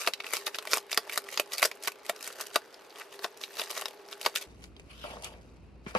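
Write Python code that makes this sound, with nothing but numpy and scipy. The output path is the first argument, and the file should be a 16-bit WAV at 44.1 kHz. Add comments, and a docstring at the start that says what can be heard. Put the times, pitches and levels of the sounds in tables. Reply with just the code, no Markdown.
"""A dog tears up a printed cardboard box among plastic bags on a rug in a small furnished room. Tugs swell into
rips of crackling fibres; card snaps are short noise bursts with ringing modes of the sheet. Teeth scrape in
runs of slips and plastic crinkles in tiny fractures; near the end paws slap and push loose card. Beneath it all
lies a hum of shaped noise and narrow tones, which gives way to a rumble of shaped noise with a deep sine. The
dog drifts to the left of the microphone, and the rug and bedding leave a short room tail."""
import sys
import numpy as np
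from scipy import signal
from scipy.fft import rfft, irfft
from scipy.io import wavfile
from scipy.ndimage import uniform_filter1d, map_coordinates

SR = 44100
rng = np.random.default_rng(int(sys.argv[2]) if len(sys.argv) > 2 else 0)


def pcm_store(signal):
    """Save signal as 16-bit PCM."""
    levels = np.round(np.clip(np.atleast_2d(signal), -1, 1) * 32767)
    wavfile.write(sys.argv[1], SR, levels.astype(np.int16).T)


N = 263718

# The card snaps. Each row: start in seconds, crack level in dB, body against the crack in dB,
# sizzle against the crack in dB, pitch of the knock in Hz, pitch of the crack in Hz.
CARD_SNAPS = [(0.074, -24, -3.5, -12.5, 800, 2670), (0.0784, -35.5, 5.5, -7, 725, 2740),
              (0.084, -43.5, 9, 4, 538, 2500), (0.136, -31, -35, -12, 410, 3870),
              (0.2032, -35, -9, -22, 1270, 2240), (0.243, -40.5, -8, -30, 420, 2020),
              (0.266, -39, -15, -12, 1480, 2620), (0.3352, -31.5, -2, 0.5, 1040, 2120),
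              (0.3681, -34, -8, -3.5, 845, 4900), (0.469, -33.5, -2.5, -20, 1230, 3750),
              (0.477, -48, 7.5, -2, 480, 2080), (0.5454, -36.5, -15, -14, 1400, 2550),
              (0.553, -45.5, 3.5, -11, 1540, 4450), (0.5862, -34.5, -4, -9, 1290, 3500),
              (0.625, -49.5, 1, -2, 1080, 2500), (0.653, -50, 7.5, 0, 1140, 2650),
              (0.673, -37.5, -3.5, -7, 640, 2360), (0.7137, -41, -8, 2, 1350, 5400),
              (0.72, -38, -8, -8, 1300, 5160), (0.7333, -23.5, -2, -9, 1166, 5000),
              (0.739, -34, -27, 6.5, 440, 2450), (0.7561, -42, 0, -2, 1200, 5000),
              (0.772, -39, 6.5, 6.5, 1080, 1800), (0.7812, -37, -5.5, -3, 1460, 5150),
              (0.8957, -51.5, -2, -12, 1430, 1690), (0.9156, -34.5, -28, -2.5, 1500, 2100),
              (0.9225, -45, -14, -5, 1400, 2300), (0.929, -30.0, -10, -12, 1160, 4770),
              (0.945, -40, -10, 1.5, 640, 2160), (0.9754, -23, -1.5, -6, 1100, 4830),
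              (1.096, -36, -9.5, -10, 1490, 2320), (1.1231, -42, -14, -3, 1110, 2500),
              (1.159, -40.5, -4, 0, 1350, 2100), (1.176, -30.5, 0, 1, 1350, 3980),
              (1.2407, -52.5, -4, -4, 580, 5000), (1.288, -40.5, -11, -10, 1490, 1990),
              (1.3244, -52.5, 8, 3, 476, 2300), (1.3747, -28, -7, -10.5, 1340, 5000),
              (1.3976, -26.5, -1.5, -2.5, 594, 2520), (1.5208, -40.5, -11, -6, 437, 3730),
              (1.534, -35.5, -10.5, 0, 1300, 5060), (1.5816, -34.5, -19, -2, 1400, 4490),
              (1.5945, -45, -3, -2, 1300, 4600), (1.6203, -36, -6, 0, 1120, 2170),
              (1.6275, -21.5, -4, -11, 1120, 2160), (1.629, -29.5, 1, 2, 1420, 3880),
              (1.6513, -34.5, 4, -4, 1400, 5450), (1.655, -29.5, -7, 2, 636, 5400),
              (1.7142, -38.5, -7, -8.5, 1120, 2260), (1.753, -72, -3, 15, 420, 4570),
              (1.8254, -50, -6, 1, 410, 4460), (1.8362, -46.5, -4, 6, 644, 4600),
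              (1.847, -49.5, 0.5, -2, 1120, 2800), (1.8748, -28.5, -9, -4.5, 1070, 2250),
              (1.8799, -32.5, -1, -23, 1090, 2080), (1.9195, -49, -6, -1.5, 414, 2600),
              (2.0955, -29, 0.5, -4.5, 690, 1910), (2.162, -48, -12, -6, 600, 5460),
              (2.208, -48, -3, -1.5, 1130, 2600), (2.227, -45.5, -6, 3, 605, 5190),
              (2.2435, -46.5, -12, 2, 1310, 3980), (2.276, -43, -5, 5.5, 1390, 2050),
              (2.3264, -53, -7, 5, 1330, 4120), (2.4033, -46, 5.5, -6, 1120, 2180),
              (2.411, -41, -3.5, 2.5, 1240, 5560), (2.5589, -24.5, 2, -4.5, 1015, 3830),
              (2.7431, -49.5, -9, -12, 414, 5150), (2.9052, -54, -20, -24, 500, 4600),
              (2.958, -49.5, -6, -13, 440, 3200), (3.1252, -52, -10, -11, 800, 2900),
              (3.192, -46.5, 1, -9, 680, 4330), (3.2443, -33, 2, -31, 707, 3600),
              (3.373, -54, -15, 1.5, 590, 5430), (3.4136, -45, -10, -7, 594, 5570),
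              (3.4373, -34.5, -17, -24, 507, 3820), (3.5694, -45, -3, -24, 630, 4350),
              (3.596, -31.5, -5, -26, 1530, 3870), (3.6158, -35, -6, -9, 660, 3500),
              (3.637, -45, -4, 0, 1300, 3950), (3.7042, -40, -10, -17, 710, 5350),
              (3.7744, -45.5, 4, -1, 520, 3300), (3.812, -44.5, -8, 4.5, 890, 2260),
              (3.8207, -41, 3, -8, 1410, 2800), (3.8567, -33.0, -5.5, -10, 1140, 3850),
              (3.883, -44, -13, -4, 550, 3400), (3.9085, -53.5, 3, -4, 487, 2800),
              (4.0866, -51.5, -2, -8, 430, 5600), (4.1277, -41, -10, -17, 1360, 3630),
              (4.2135, -41.5, -7, 0, 580, 2980), (4.23, -47.0, -5, -6, 464, 4000),
              (4.2509, -38.5, 0, -13, 1530, 4260), (4.2619, -25, 0, -9.5, 960, 4580),
              (4.2647, -35, 6.5, -5, 525, 3000), (4.3417, -56, 3, -16, 446, 2550),
              (4.3589, -27.5, -11, -5.5, 1540, 3490), (4.6397, -51.5, -5, -19, 814, 2900),
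              (4.765, -54.5, -13, -16, 475, 3180), (4.7966, -52.5, -4, -7, 420, 2400),
              (5.223, -57, -1, 7, 585, 4500), (5.236, -49, -10, -3, 690, 3360),
              (5.2446, -43.5, -22.5, 4.5, 523, 3400), (5.95, -44.5, 12.5, -8.5, 1470, 4500)]
# Tugs that rip the card. Each row: height of the tug in seconds, length in seconds, crack level in dB,
# body against the crack in dB.
RIPPING_TUGS = [(0.015, 0.16, -38, -4.5), (0.072, 0.039, -34, -3), (0.266, 0.12, -49, 4.5),
                (0.348, 0.16, -36.5, -7.5), (0.468, 0.012, -24.5, -30), (0.479, 0.034, -36, 0),
                (0.554, 0.047, -41, -15), (0.734, 0.095, -31, -5), (0.764, 0.035, -36, -2),
                (0.911, 0.013, -43, -8), (0.927, 0.048, -41, -13), (1.18, 0.006, -31, -0.5),
                (1.137, 0.068, -37, -11), (1.338, 0.14, -42, -9), (1.543, 0.07, -37.5, -1),
                (1.592, 0.045, -33.5, -9), (1.644, 0.063, -27.5, -2.5), (1.854, 0.065, -40.5, -21),
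                (1.881, 0.017, -31, -17), (2.061, 0.041, -43, -6), (2.265, 0.16, -43.5, -6),
                (2.412, 0.1, -40.5, -3), (2.469, 0.024, -44, -3), (2.545, 0.038, -40, -7),
                (2.999, 0.12, -47.5, 3), (3.14, 0.1, -50.5, -18), (3.244, 0.057, -38.5, 0),
                (3.437, 0.095, -46, -12), (3.594, 0.03, -34, -3), (3.609, 0.22, -40.5, -3),
                (3.709, 0.033, -33.5, -5.5), (3.777, 0.18, -39, -3), (4.125, 0.074, -46.5, -1),
                (4.26, 0.11, -40, -13), (4.355, 0.0054, -25.5, -19), (4.373, 0.039, -31.5, -17),
                (4.42, 0.053, -40.5, -7.5), (4.64, 0.094, -53.5, -4.5), (5.27, 0.092, -53, 3)]
# Teeth scrape along the card. Each row: start in seconds, length in seconds, level in dB, pitch in Hz.
TOOTH_SCRAPES = [(0.046, 0.0089, -40.5, 1430), (2.964, 0.015, -60, 2000), (3.007, 0.013, -42, 1530),
                 (3.671, .01, -48.5, 1500), (3.75, 0.025, -54, 2100)]
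# How much scraps and bags shift under the dog. Each row: time in seconds, level in dB.
RUSTLE_LEVELS = [(0, -66), (.45, -56.5), (.82, -62), (1.08, -53), (1.24, -56.5), (2.0, -61.5), (2.35, -53),
                 (2.6, -60.5), (2.9, -60), (3.35, -61), (3.75, -56), (3.97, -61), (4.449, -60.5),
                 (4.7, -76.5), (5.13, -54.5), (5.3, -63.5), (5.819, -79.5), (5.89, -50), (5.94, -61),
                 (5.965, -45)]
# Colour of that rustle. In order: body, crack and sizzle, each against the level above in dB.
RUSTLE_COLOUR = [0, -3, -7]
# Paws on loose card. Each row: start in seconds, thump level in dB, clap level in dB, crack level in dB,
# pitch of the knock in Hz.
PAW_BLOWS = [(5.0398, -50, -38.5, -62, 597), (5.05, -67, -41, -55, 695), (5.106, -51, -59, -52, 734),
             (5.1679, -56, -42.5, -57, 482), (5.339, -69, -59, -57, 690), (5.864, -37.5, -44, -42, 394),
             (5.9503, -37, -26, -32.5, 509), (5.9602, -37.5, -27, -43, 890)]
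# The big sheet rubs along the rug. Each row: time in seconds, level in dB.
RUB_LEVELS = [(5.03, -75), (5.06, -44), (5.09, -50.5), (5.125, -43.5), (5.2, -56), (5.25, -51), (5.32, -57),
              (5.42, -63)]
# Its printed face slides against fur and scraps. Each row: time in seconds, level in dB.
SLIDE_LEVELS = [(4.86, -97), (4.897, -58.5), (4.912, -50), (4.95, -60), (5.05, -47.5), (5.12, -51.5),
                (5.2, -72), (5.254, -41.5), (5.3, -60), (5.34, -59.5)]
# Resonances of the sliding face before it flexes. Each row: pitch in Hz, width in Hz, gain in dB.
SLIDE_RESONANCES = [(1400, 300, 0), (2900, 1200, 4), (4600, 860, -4), (11300, 2600, -9.5)]
# Resonances of the card before bending. Each row: pitch in Hz, width in Hz, gain in dB.
CARD_RESONANCES = [(449, 220, -2), (640, 120, 1.5), (840, 70, -13.5), (1100, 139, -8.5), (1400, 270, -6),
                   (1970, 290, -4), (2320, 990, 1), (3810, 70, 2), (4700, 940, -3), (12300, 1600, -27)]
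# Registers of the card: body, crack, sizzle. Each row: low edge in Hz, high edge in Hz,
# share of the energy in the first spike (0 to 1), left-right likeness (0 to 1).
CARD_REGISTERS = [(394, 1657, 0.39, 0.87), (1490, 6550, 0.21, 0.64), (5650, 13670, 0.28, 0.36)]
# Registers of a paw's blow: thump, clap, crack. Each row: low edge in Hz, high edge in Hz,
# share of the energy in the first spike (0 to 1), left-right likeness (0 to 1).
BLOW_REGISTERS = [(114.5, 320, 0.17, 0.94), (395, 1200, 0.18, 0.66), (1244, 2930, 0.24, 0.3)]
# Left-right difference of the card sounds. Each row: time in seconds, side gain in dB.
SIDE_GAINS = [(.55, 1.5), (.72, -5), (0.948, -1), (2.1, -1.5), (2.3, -1.5), (4.35, -0.5), (4.6, 1.5)]
# Colour of the room's hum. Each row: pitch in Hz, relative density in dB per Hz.
HUM_COLOUR = [(24, -61.5), (40, -22.5), (98, -23), (221, -14), (338, -5), (412, 1.5), (728, -7.5),
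              (845, -6), (1080, -10.5), (4680, -20.5), (7130, -41), (11400, -39), (13900, -45),
              (15000, -56.5)]
# Narrow tones in the hum. Each row: pitch in Hz, width of each of two resonances in Hz, level in dB.
HUM_TONE_ROWS = [(398, 6.3, -59), (425, 14, -65), (838, 8.2, -67)]
# Colour of the low rumble. Each row: pitch in Hz, relative density in dB per Hz.
RUMBLE_COLOUR = [(15, -27), (25, -4.5), (75, 4), (392, -5), (1820, -26.5), (2570, -20.5), (3460, -34.5),
                 (4450, -31), (6000, -46.5), (7800, -70), (13200, -120)]

TIME = np.arange(N) / SR
LEVEL_SPAN_S = .01   # the level of a blow is its energy spread over this time
CLICK = 1.15   # the instant of breaking, against the short burst that follows it
CUTOFF_HZ = 14550
# Air pushed by the snapping sheet: columns as in the registers; its level is against the body
FLAP, FLAP_DB = (187, 397, 0.13, 0.83), -28
KNOCK_HZ = 1040   # middle of the knocks
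# The lowest mode of the whole sheet, woken by every snap: its level against a middling knock,
# and how much stronger it is under higher ones
SHEET_HZ, SHEET_DB, SHEET_DB_PER_OCTAVE = 440, -12.5, 3.5
# Middle of the cracks, top of a middling crack's band, and how far the band follows the pitch
CRACK_HZ, CRACK_TOP_HZ, CRACK_FOLLOWS = 2800, 5800, 0.27
RING_DB_PER_BODY_DB = -0.25   # thin snaps ring more in crack and sizzle
# Part of a tug spent swelling; its sizzle against its crack
SWELL_SHARE, TEAR_SIZZLE_DB = 0.51, -1
# Fibres splinter around a snap: how long, how loud against it, how far this follows its body
SPLINTER_S, SPLINTER_DB, SPLINTER_FOLLOWS = 0.02, -6.5, 0.29
PAW_OVERTONE = 1.88   # second mode of the slapped sheet, as a multiple of its knock
LAST_STRETCH_S = 4.466   # from here the sheet lies to the left, the rumble sounds and the top is softer
LEFT_LEAD_S = 0.00021   # the sheet's sound then reaches the left side earlier by this
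ROOM_T60_S, ROOM_DB = 0.091, -11.5
HUM_DB, RUMBLE_DB, DRONE_DB, DRONE_HZ = -55.5, -54.5, -57, 58.6


def from_db(db):
    """Decibels to gain."""
    return 10 ** (np.asarray(db) / 20)


def rms_one(x):
    """Scale to rms 1."""
    return x / np.sqrt(np.mean(x ** 2) + 1e-20)


def energy_one(x):
    """Scale to energy 1 in each channel on average."""
    return rms_one(x) / np.sqrt(x.shape[-1])


def add(out, s, sound):
    """Mix a sound into out from time s on."""
    start = round(s * SR)
    part = sound[:, :N - start]
    out[:, start:start + part.shape[1]] += part


def stereo_noise(size, alike):
    """White noise whose two channels are partly the same."""
    mid, side = rng.standard_normal((2, size))
    return np.sqrt(1 + alike) * mid + np.sqrt(1 - alike) * side * [[1], [-1]]


def band(x, low_hz, high_hz, order=3):
    """Causal band-pass."""
    return signal.sosfilt(signal.butter(order, [low_hz, high_hz], "band", fs=SR, output="sos"), x)


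def resonate(x, hz, width_hz):
    """One resonance, gain 1 on top."""
    r = np.exp(-np.pi * width_hz / SR)
    feedback = [1, -2 * r * np.cos(2 * np.pi * hz / SR), r * r]
    return signal.lfilter(np.array([1, 0, -1]) * (1 - r * r) / 2, feedback, x)


def die_away(power, t60):
    """Spread each impulse of power over an exponential decay."""
    r = from_db(-60 / (t60 * SR)) ** 2
    return signal.lfilter([1 - r], [1, -r], power + 1e-18)


def card_colour(x, stretch=1):
    """The resonances of the card stand out of a broad response; bending stretches their pitch."""
    return x + sum(from_db(gain_db) * resonate(x, hz * stretch, width_hz)
                   for hz, width_hz, gain_db in CARD_RESONANCES)


def kinks(count, register, spike_s, t60, pitches_hz=(), breadth=1.0, rings_db=0, stretches=None, bend=0.36):
    """Sudden buckles at 0 dB: a spike, then a decaying noise ring, drawn afresh for each."""
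    low_hz, high_hz, share, alike = register
    t = TIME[:3000]
    raw = np.array([[stereo_noise(len(t), np.sqrt(alike)) * np.exp(-t / spike_s),
                     stereo_noise(len(t), alike) * from_db(-60 * t / t60)] for _ in range(count)])
    # the instant of breaking, on the first sample of each spike
    raw[:, 0, :, 0] += CLICK * np.sqrt(spike_s * SR / 2) * rng.choice([-1, 1], (count, 1))
    for k, hz in enumerate(pitches_hz):   # the smaller the piece that gives way, the higher it sounds
        raw[k] = resonate(raw[k], hz, breadth * hz)
    if stretches is None:
        voiced = band(card_colour(raw), low_hz, high_hz)
    else:   # each piece has a band of its own, and bends the card's resonances along
        voiced = [band(card_colour(x, by ** bend), low_hz * by, high_hz * by, order=4)
                  for x, by in zip(raw, stretches)]
    ring_gains = from_db(np.broadcast_to(rings_db, count))
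    blends = [np.sqrt(share) * energy_one(spike) + np.sqrt(1 - share) * gain * energy_one(ring)
              for (spike, ring), gain in zip(voiced, ring_gains)]
    return [energy_one(blend) * np.sqrt(LEVEL_SPAN_S * SR) for blend in blends]


def pitched(sounds, pitches_hz, cycles, mode_db, low_hz=330):
    """The piece that gives way also rings at its own pitch, dying within some cycles; too small to radiate bass."""
    t = TIME[:sounds[0].shape[1]]
    modes = [np.sin(2 * np.pi * hz * t) * from_db(-60 * hz * t / cycles) for hz in pitches_hz]
    modes = band(np.array(modes), low_hz, CUTOFF_HZ)
    gains = from_db(np.broadcast_to(mode_db, len(sounds)))
    return [energy_one(energy_one(sound) + gain * energy_one(mode)) * np.sqrt(LEVEL_SPAN_S * SR)
            for sound, gain, mode in zip(sounds, gains, modes)]


def crackle(per_s, spread_db, spike_t60, ring_t60, even_s, count=3):
    """Tiny uneven fractures, each a spike and a ring coloured in count bands; one rms-1 stream a register."""
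    at = np.flatnonzero(rng.random(N) < per_s / SR)
    sizes_db = np.broadcast_to(spread_db, N)[at] * np.minimum(rng.exponential(1, len(at)), 4.5)
    streams = []
    for low_hz, high_hz, share, alike in CARD_REGISTERS:
        breaks = np.zeros((count, N))
        colours_db = rng.uniform(-12, 12, (len(at), count)).T
        breaks[:, at] = from_db(sizes_db + colours_db) ** 2
        power = share * die_away(breaks, spike_t60) + (1 - share) * die_away(breaks, ring_t60)
        # the pull sets the overall rate of work
        power /= np.maximum(uniform_filter1d(power.mean(axis=0), int(even_s * SR)), 1e-9)
        edges = np.geomspace(low_hz, high_hz, count + 1)
        grains = sum(band(stereo_noise(N, alike) * np.sqrt(p), low, high, order=2)
                     for p, low, high in zip(power, edges, edges[1:]))
        streams.append(rms_one(card_colour(grains)))
    return streams


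def stick_slip(per_s, t60, spread_db):
    """Uneven catches and slips of a dragged surface, as a gain around 1."""
    slips = rng.random(N) < per_s / SR
    power = die_away(slips * from_db(spread_db * rng.standard_normal(N)) ** 2, t60)
    return np.sqrt(power / np.maximum(uniform_filter1d(power, int(.04 * SR)), 1e-9))


def tears(roundness=0.87):
    """Fibres break in a rush that swells and fades with each tug; a brief rush also surrounds each snap."""
    tugs = [(s, length_s, db + np.array([body_db, 0, TEAR_SIZZLE_DB]))
            for s, length_s, db, body_db in RIPPING_TUGS]
    splinters = [(s, SPLINTER_S,
                  db + SPLINTER_DB + SPLINTER_FOLLOWS * body_db + np.array([body_db, 0, sizzle_db]))
                 for s, db, body_db, sizzle_db, _, _ in CARD_SNAPS]
    power = np.zeros((3, N))
    for s, length_s, levels_db in tugs + splinters:
        near = slice(max(int((s - .25) * SR), 0), int((s + .25) * SR))
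        t = TIME[near] - s
        away = np.abs(t / (length_s * np.where(t < 0, SWELL_SHARE, 1 - SWELL_SHARE)))
        power[:, near] += from_db(levels_db[:, None] - 20 * away ** roundness) ** 2
    fibres = crackle(per_s=1500, spread_db=5, spike_t60=.0014, ring_t60=.016, even_s=.014)
    return sum(np.sqrt(p) * stream for p, stream in zip(power, fibres))


def torn_piece(x, boost=0.93, breadth=0.13):
    """A rip sounds through the piece being torn: a resonance glides from the pitch of one crack to the next."""
    s, *_, crack_hz = np.transpose(CARD_SNAPS)
    octave = np.interp(TIME, s, np.log2(crack_hz))
    steps = np.arange(10.5, 12.75, .25)   # fixed resonances in octaves above 1 Hz, crossfaded for the glide
    ring = sum(np.interp(octave, steps, steps == step) * resonate(x, 2 ** step, breadth * 2 ** step)
               for step in steps)
    return (x + boost * ring) / np.sqrt(1 + boost / 4)


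def snaps(scatter_db=1.26):
    """Teeth break or fold the card, each time with its own knock, crack and slightly different direction."""
    out = np.zeros((2, N))
    times, strength_db, body_db, sizzle_db, knock_hz, crack_hz = np.transpose(CARD_SNAPS)
    count = len(times)
    pan_db = scatter_db * rng.standard_normal(count)
    body, crack, sizzle = CARD_REGISTERS
    ring_db = RING_DB_PER_BODY_DB * body_db
    # bursts are centred halfway, in octaves, between the middle pitch and their own
    knocks = kinks(count, body, spike_s=0.00043, t60=0.026,
                   pitches_hz=np.sqrt(KNOCK_HZ * knock_hz), breadth=1.2)
    sheet_db = SHEET_DB + SHEET_DB_PER_OCTAVE * np.log2(knock_hz / KNOCK_HZ)
    knocks = pitched(knocks, np.full(count, SHEET_HZ), cycles=25, mode_db=sheet_db)
    knocks = pitched(knocks, knock_hz, cycles=24.6, mode_db=-4.5)
    cracks = kinks(count, (crack[0], CRACK_TOP_HZ, *crack[2:]), spike_s=0.0003, t60=0.025,
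                   pitches_hz=np.sqrt(CRACK_HZ * crack_hz), rings_db=ring_db,
                   stretches=(crack_hz / CRACK_HZ) ** CRACK_FOLLOWS)
    cracks = pitched(cracks, crack_hz, cycles=36, mode_db=-1)
    flaps = kinks(count, FLAP, spike_s=0.0013, t60=0.049)
    sizzles = kinks(count, sizzle, spike_s=0.00038, t60=0.027, rings_db=ring_db)
    layers = [(body_db + FLAP_DB, flaps), (body_db, knocks), (0, cracks), (sizzle_db, sizzles)]
    for colour_db, sounds in layers:
        for s, level_db, side_db, sound in zip(times, strength_db + colour_db, pan_db, sounds):
            add(out, s, sound * from_db(level_db + np.array([[1], [-1]]) * side_db / 2))
    return out


def scrapes(slips_per_s=260, slip_t60=0.016, breadth=0.89):
    """A tooth judders over the card: a short run of slips, each ringing the strip that it holds."""
    out = np.zeros((2, N))
    for s, length_s, level_db, hz in TOOTH_SCRAPES:
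        slips = np.zeros(SR // 8)
        gaps, sizes = rng.uniform(.5, 1.5, (2, 30))   # gaps as multiples of the mean gap
        at_s = (np.cumsum(gaps) - gaps[0]) / slips_per_s
        inside = at_s <= length_s
        slips[(at_s[inside] * SR).astype(int)] = sizes[inside] ** 2
        friction = stereo_noise(len(slips), alike=0.97) * np.sqrt(die_away(slips, slip_t60))
        voiced = resonate(resonate(friction, hz, breadth * hz), hz, breadth * hz)
        add(out, s, from_db(level_db) * energy_one(voiced) * np.sqrt(length_s * SR))
    return out


def rustle(crisp_db=5.0, soft_db=1.5):
    """Plastic and scraps crinkle; once the dog only pushes the sheet about, the grain turns fine and even."""
    s, level_db = np.transpose(RUSTLE_LEVELS)
    spread_db = np.interp(TIME, [4.35, 4.55], [crisp_db, soft_db])
    creases = crackle(per_s=1200, spread_db=spread_db, spike_t60=.0012, ring_t60=0.016, even_s=0.11)
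    coloured = sum(from_db(db) * stream for db, stream in zip(RUSTLE_COLOUR, creases))
    return from_db(np.interp(TIME, s, level_db)) * coloured


def sheet_reflection(x, bounce=0.43, shortest_s=0.00024, longest_s=0.001234, ear_gap_s=.00007, moves_per_s=4):
    """A bounce off the nearby sheet, whose delay wanders at random, giving rips and rustle a shifting hollow colour."""
    delays_s = rng.uniform(shortest_s, longest_s, 100)
    delay_s = np.interp(TIME * moves_per_s, np.arange(len(delays_s)), delays_s)
    echo = [np.interp(TIME - delay_s - k * ear_gap_s, TIME, channel, left=0) for k, channel in enumerate(x)]
    # long waves pass round the sheet
    bright = signal.sosfilt(signal.butter(1, 900, "high", fs=SR, output="sos"), echo)
    return (x + bounce * bright) / np.sqrt(1 + bounce ** 2 / 2)


def paws():
    """A soft pad drives the whole sheet: a firm clap with a hollow two-tone knock in it, a thump and a crack."""
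    out = np.zeros((2, N))
    count = len(PAW_BLOWS)
    knock_hz = np.array([row[-1] for row in PAW_BLOWS])
    thump_register, clap_register, crack_register = BLOW_REGISTERS
    thumps = kinks(count, thump_register, spike_s=0.0015, t60=0.041)
    claps = kinks(count, clap_register, spike_s=0.00047, t60=0.033, pitches_hz=np.full(count, KNOCK_HZ))
    cracks = kinks(count, crack_register, spike_s=0.0007, t60=0.24)
    claps = pitched(claps, PAW_OVERTONE * knock_hz, cycles=17, mode_db=-11)
    claps = pitched(claps, knock_hz, cycles=55, mode_db=-0.5)
    for (s, thump_db, clap_db, crack_db, _), thump, clap, crack in zip(PAW_BLOWS, thumps, claps, cracks):
        add(out, s, from_db(thump_db) * thump + from_db(clap_db) * clap + from_db(crack_db) * crack)
    return out


def rub(low_hz=390, high_hz=1000):
    """Dragged over the rug, the sheet catches and slips, and sounds only its lowest resonances."""
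    s, level_db = np.transpose(RUB_LEVELS)
    slips = stick_slip(per_s=380, t60=.025, spread_db=2)
    friction = rms_one(band(stereo_noise(N, alike=0.97) * slips, low_hz, high_hz, order=4))
    return from_db(np.interp(TIME, s, level_db, left=-np.inf, right=-np.inf)) * friction


def flexing(x):
    """As the sheet flexes, its resonances wander up and down by up to a sixth, a dozen times a second."""
    poses = rng.uniform(-.16, .16, 80)
    speed = 1 + np.interp(TIME * 12, np.arange(len(poses)), poses)
    return np.array([map_coordinates(channel, [np.cumsum(speed)], order=3, mode="mirror") for channel in x])


def slide():
    """Fine-grained papery friction, heard through a few broad resonances."""
    s, level_db = np.transpose(SLIDE_LEVELS)
    friction = stereo_noise(N, alike=0.16) * stick_slip(per_s=350, t60=0.06, spread_db=-1.5)
    voiced = sum(from_db(gain_db) * resonate(resonate(friction, hz, width_hz), hz, width_hz)
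                 for hz, width_hz, gain_db in SLIDE_RESONANCES)
    level = from_db(np.interp(TIME, s, level_db, left=-np.inf, right=-np.inf))
    return level * rms_one(flexing(voiced))


def side_scaled(x):
    """The left-right difference of the card sounds is scaled by a gain that varies over time."""
    s, side_db = np.transpose(SIDE_GAINS)
    mid = x.mean(axis=0)
    return mid + from_db(np.interp(TIME, s, side_db)) * (x - mid)


def off_centre(x):
    """Once the sheet has moved aside, the right channel hears it a little later."""
    lag_s = LEFT_LEAD_S * np.clip((TIME - LAST_STRETCH_S) / 0.023, 0, 1)
    return np.array([x[0], map_coordinates(x[1], [(TIME - lag_s) * SR], order=3)])


def room(x, first_echo_s=0.0015, alike=0.97):
    """Rug and bedding leave only a short diffuse tail."""
    t = TIME[:SR // 2]
    tail = stereo_noise(len(t), alike) * from_db(-60 * t / ROOM_T60_S) * (t > first_echo_s)
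    return from_db(ROOM_DB) * signal.fftconvolve(x, energy_one(tail), axes=1)[:, :N]


def dulled(x, top_hz=11500):
    """In the last stretch the very top is softer."""
    later = np.clip((TIME - LAST_STRETCH_S) / 0.0082 + .5, 0, 1)
    soft = signal.sosfilt(signal.butter(4, top_hz, fs=SR, output="sos"), x)
    return (1 - later) * x + later * soft


def steady(spectrum, alike):
    """Smooth noise of a given colour, rms 1."""
    hz, level_db = np.transpose(spectrum)
    bins_hz = np.maximum(np.arange(N // 2 + 1) * SR / N, 1)
    colour = from_db(np.interp(np.log(bins_hz), np.log(hz), level_db))
    return rms_one(irfft(rfft(stereo_noise(N, alike)) * colour, N))


def background():
    """An airy hum gives way abruptly to a low rumble with a deep tone in it."""
    later = np.clip((TIME - LAST_STRETCH_S) / 0.014 + .5, 0, 1)
    hum = from_db(HUM_DB) * steady(HUM_COLOUR, alike=0.74)
    for hz, width_hz, level_db in HUM_TONE_ROWS:
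        narrow = resonate(resonate(stereo_noise(N, alike=0.94), hz, width_hz), hz, width_hz)
        hum += from_db(level_db) * rms_one(narrow)
    rumble = from_db(RUMBLE_DB) * steady(RUMBLE_COLOUR, alike=0.7)
    tone = from_db(DRONE_DB) * np.sqrt(2) * np.sin(2 * np.pi * DRONE_HZ * TIME)
    return (1 - later) * hum + later * (rumble + tone)


def scene(drift_db=1.5):
    """The dog works its way to the left of the microphone; room and background surround it."""
    left_over_right_db = np.interp(TIME, [1.8, 4.4, 5.2], [0, 0.31 * drift_db, drift_db])
    leftward = from_db(np.array([[1], [-1]]) * left_over_right_db / 2)
    near_sheet = sheet_reflection(torn_piece(tears()) + rustle())
    card = near_sheet + snaps() + scrapes() + paws() + rub() + slide()
    work = off_centre(leftward * side_scaled(card))
    return dulled(work + room(work)) + background()


def record(dry):
    """The top is cut steeply."""
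    return signal.sosfilt(signal.ellip(10, .2, 75, CUTOFF_HZ, fs=SR, output="sos"), dry)


dry = scene()
out = record(dry)
pcm_store(out)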